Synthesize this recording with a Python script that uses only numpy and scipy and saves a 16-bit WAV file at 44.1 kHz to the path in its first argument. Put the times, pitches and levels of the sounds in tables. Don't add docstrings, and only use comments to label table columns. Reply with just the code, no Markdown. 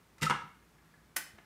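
import sys
import numpy as np
from scipy import signal
from scipy.io import wavfile
from scipy.ndimage import uniform_filter1d

SR = 44100
rng = np.random.default_rng(int(sys.argv[2]) if len(sys.argv) > 2 else 0)


def int16_out(signal):
    q = np.round(np.clip(np.atleast_2d(signal).T, -1, 1) * 32767)
    wavfile.write(sys.argv[1], SR, q.astype(np.int16))


def voltage_ratio(level):
    return 10 ** (np.asarray(level, float) / 20)


N = 63945

# start in seconds, ring level in dB, crack level in dB.
DISC_LANDINGS = [(.181, -53, -55), (.2115, -75, -40), (.219, -32.5, -31.5), (.2255, -29.5, -28.5),
                 (.2295, -25, -28.5), (.2325, -44, -44.5), (.2395, -32, -43.5), (.247, -30, -43.5),
                 (.2535, -58, -33.5)]
# frequency in Hz, relative level in dB, t60 in seconds.
DISC_MODES = [(517, -10.5, 0.042), (904, -7, 0.076), (1350, 3, 0.026), (1540, 2, 0.017), (1785, -5, 0.033),
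              (1988, -2.5, 0.035), (2740, -5.5, 0.035), (3690, -2.5, 0.023), (7110, -0.5, 0.012),
              (8400, -1.5, 0.013)]
# frequency in Hz, relative level in dB.
DISC_CRACK = [(300, -2), (700, -12), (1000, -26), (2000, 2.5), (3350, -6.5), (5300, -6.5), (8360, -12.5),
              (12000, -16.5), (16000, -27)]
# start in seconds, ring level in dB, crack level in dB.
DECK_CLUNKS = [(.2982, -25.5, -26), (.3045, -28, -27.5), (.3062, -25, -57), (.3098, -22, -32.5),
               (.3145, -31.5, -44), (.3185, -31.5, -44), (.326, -31.5, -66)]
# frequency in Hz, relative level in dB, t60 in seconds.
DECK_MODES = [(486, -5, 0.014), (963.4, -3.5, 0.054), (1059, -3.5, 0.028), (1215, 2, 0.04),
              (1294, -3, 0.039), (1426, -10.5, 0.085), (1632, -22, 0.21), (2104, -3.5, 0.028),
              (2490, -15.5, 0.027), (2820, -6.5, 0.022), (3333, -8.5, 0.013)]
# frequency in Hz, relative level in dB.
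DECK_CRACK = [(300, -61), (1000, -9), (2000, -10.5), (3000, -3), (4500, -12.5), (9500, -16), (12000, -26),
              (16000, -42)]
# start in seconds, ring level in dB, crack level in dB.
LATCH_SNAPS = [(1.1605, -49, -62), (1.1632, -35, -30), (1.1652, -34, -25), (1.1685, -34, -32),
               (1.175, -37, -36), (1.183, -40, -41)]
# frequency in Hz, relative level in dB, t60 in seconds.
LATCH_MODES = [(334, -16, 0.046), (865, -14, 0.073), (1190, -14, 0.032), (1510, -10, 0.034),
               (1534, -19.5, 0.17), (1726, -21, 0.19), (1960, -1, 0.025), (2015, -20, 0.2),
               (2497, 1, 0.0099), (2960, -7.5, 0.022), (10310, 0.5, 0.026)]
# frequency in Hz, relative level in dB.
LATCH_CRACK = [(400, -24.5), (900, -14.5), (2000, -9.5), (3300, -17.5), (5500, -12.5), (7200, -14),
               (10200, -13.5), (13000, -14), (16300, -17)]
# start in seconds, level in dB.
CASE_THUMPS = [(0.2176, -33), (0.2241, -28), (0.237, -29), (0.304, -29), (.345, -38), (0.438, -45)]
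# frequency in Hz, relative level in dB, t60 in seconds.
CASE_MODES = [(74, -15, 0.039), (155.1, -1.5, .14), (184.4, -20.5, 0.83), (209, -8.5, 0.18),
              (280, -12, 0.054)]
# frequency in Hz, relative level in dB, t60 in seconds.
SPRING_MODES = [(87.5, 7, 0.065), (213, -6, 0.26), (332, -7.5, 0.14)]
# start in seconds, pitch in Hz, level in dB, t60 in seconds, seconds until caught.
LEVER_PINGS = [(.202, 1250, -50, .11, .005), (.2657, 1303, -21, .11, .016), (.312, 1320, -38, .7, .16)]
# start in seconds, ring level in dB, crack level in dB.
GEAR_TICKS = [(.625, -60, -66), (.783, -58, -64), (.858, -60, -64), (.939, -52, -68), (1.382, -59, -51),
              (1.3855, -53, -48)]
# frequency in Hz, relative level in dB, t60 in seconds.
GEAR_MODES = [(1000, -14, .03), (1420, -8, .04), (1690, 0, .045), (1850, -6, .03), (2050, -7, .03)]
# frequency in Hz, relative level in dB.
GEAR_CRACK = [(100, -24), (250, -6), (1000, -5), (1800, -6), (3300, -10), (4500, -24), (9000, -31),
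              (14000, -45)]
# frequency in Hz, t60 in seconds.
ROOM_DECAY = [(100, 0.64), (300, 0.42), (1000, 0.42), (2000, 0.46), (4000, 0.44), (8000, 0.34),
              (14000, 0.26)]
# frequency in Hz, relative level in dB.
HUSH_COLOUR = [(12, -66), (20, -19), (150, -6.5), (248, -10), (388, -13.5), (558, -18), (1090, -17),
               (1530, -18.5), (1810, -19.5), (2820, -26), (16000, -34.5)]
# centre in Hz, rms level in dB, width at half amplitude in Hz.
MOTOR_HUM = [(57.8, -71, 3.3), (158, -74.5, 17)]

MODE_SPREAD = .25
NUDGE_S, NUDGE_DB, NUDGE_RISE_S = 1.333, -51, 0.0072
PING_RISE_S, PING_STOP_T60_S = .0012, .022
ROOM_DB, PING_ROOM_DB = -6.5, -13
ROOM_GAP_S = 0.0052
TURNS_PER_S = 60
HUSH_DB, PATCHY_DB = -65, .6
MIC_LOW_HZ, EDGE_HZ = 50, 15700


def evened(x):
    return x / np.sqrt(np.mean(x ** 2) + 1e-20)


def read(points, hz):
    f, value = np.transpose(points)
    return np.interp(np.log(hz + 1), np.log(f + 1), value)


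def add(mix, s, sound):
    part = mix[round(s * SR):][:len(sound)]
    part += sound[:len(part)]


def ring(modes, rise_s, shifts=0):
    t = np.arange(SR // 2)[:, None] / SR
    hz, db, t60 = np.transpose(modes)
    width_hz = np.log(1000) / np.pi / t60
    tones = np.sin(2 * np.pi * (hz + shifts * width_hz) * t)
    level = (1 - np.exp(-t / rise_s)) * voltage_ratio(db - 60 * t / t60)
    return (level * tones).sum(1)


def struck(blows, modes, crack, crack_t60, rise_s):
    out, size = np.zeros(N), 4096
    t = np.arange(size) / SR
    rise = 1 - np.exp(-t / rise_s)
    shifts = MODE_SPREAD * rng.standard_normal((len(blows), len(modes)))
    spectrum = np.fft.rfft(rng.standard_normal((len(blows), size)))
    bursts = np.fft.irfft(spectrum * voltage_ratio(read(crack, np.fft.rfftfreq(size, 1 / SR))))
    for (s, ring_db, crack_db), burst, shift in zip(blows, bursts, shifts):
        add(out, s, voltage_ratio(ring_db) * ring(modes, rise_s, shift))
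        add(out, s, voltage_ratio(crack_db - 60 * t / crack_t60) * rise * evened(burst))
    return out


def disc():
    return struck(DISC_LANDINGS, DISC_MODES, DISC_CRACK, crack_t60=0.06, rise_s=0.0022)


def case():
    out = np.zeros(N)
    for s, db in CASE_THUMPS:
        add(out, s, voltage_ratio(db) * ring(CASE_MODES, rise_s=0.0019))
    add(out, NUDGE_S, voltage_ratio(NUDGE_DB) * ring(SPRING_MODES, NUDGE_RISE_S))
    return out


def lever():
    out, t = np.zeros(N), np.arange(SR // 4) / SR
    rise = 1 - np.exp(-t / PING_RISE_S)
    for s, hz, db, t60, free_s in LEVER_PINGS:
        caught_s = np.maximum(t - free_s, 0)
        fall_db = -60 * (t / t60 + caught_s / PING_STOP_T60_S)
        add(out, s, voltage_ratio(db + fall_db) * rise * np.sin(2 * np.pi * hz * t))
    return out


def deck():
    return struck(DECK_CLUNKS, DECK_MODES, DECK_CRACK, crack_t60=0.013, rise_s=0.0003)


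def latch():
    return struck(LATCH_SNAPS, LATCH_MODES, LATCH_CRACK, crack_t60=0.037, rise_s=0.0005)


def gear():
    return struck(GEAR_TICKS, GEAR_MODES, GEAR_CRACK, crack_t60=.03, rise_s=0.001)


def room(x):
    taps = np.zeros((3, SR))
    at = np.arange(0, SR - 20, 20) + rng.integers(0, 20, (3, (SR - 1) // 20))
    echoes = rng.choice([-1., 1.], at.shape) * (at > ROOM_GAP_S * SR)
    np.put_along_axis(taps, at, echoes, 1)
    hz, t, z = signal.stft(taps, SR, nperseg=512)
    decay = voltage_ratio(-60 * t / read(ROOM_DECAY, hz)[:, None])
    tails = signal.istft(z * decay, SR, nperseg=512)[1]
    tails = tails / np.linalg.norm(tails[0])
    turns = TURNS_PER_S * np.arange(N) / SR + np.arange(3)[:, None] / 3
    shares = np.sqrt(2 / 3) * np.cos(np.pi * turns)
    return signal.fftconvolve(x * shares, tails, axes=1)[:, :N].sum(0)


def motor():
    out, hz = np.zeros(N), np.fft.rfftfreq(N, 1 / SR)
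    for line_hz, db, width in MOTOR_HUM:
        band = 1 / (1 + (2 * (hz - line_hz) / width) ** 2)
        spectrum = np.fft.rfft(rng.standard_normal(N))
        out += voltage_ratio(db) * evened(np.fft.irfft(spectrum * band, N))
    return out


def hush():
    frames, hz = N // 256 + 5, np.fft.rfftfreq(1024, 1 / SR)
    a, b, patches = rng.standard_normal((frames, 513, 3)).T
    patches = uniform_filter1d(patches, size=10, axis=0)
    patches = evened(uniform_filter1d(patches, size=10, axis=1))
    z = (a + 1j * b) * voltage_ratio(read(HUSH_COLOUR, hz)[:, None] + PATCHY_DB * patches)
    noise = signal.istft(z, nperseg=1024, noverlap=768)[1][:N]
    return voltage_ratio(HUSH_DB) * evened(noise)


def scene():
    hits = disc() + deck() + latch() + gear()
    pings = lever()
    wet = voltage_ratio(ROOM_DB) * hits + voltage_ratio(PING_ROOM_DB) * pings
    return (hits + pings + case() + room(wet) + motor() + hush())[None]


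def low_pass(x):
    return signal.sosfilt(signal.butter(12, 16810, fs=SR, output="sos"), x)


def record(dry):
    thin = signal.lfilter(*signal.butter(2, MIC_LOW_HZ, "high", fs=SR), dry)
    edge = signal.firwin(255, EDGE_HZ, window=("kaiser", 9), fs=SR)
    limited = signal.oaconvolve(thin, edge[None], "same")
    return low_pass(limited)


dry = scene()
out = record(dry)
int16_out(out)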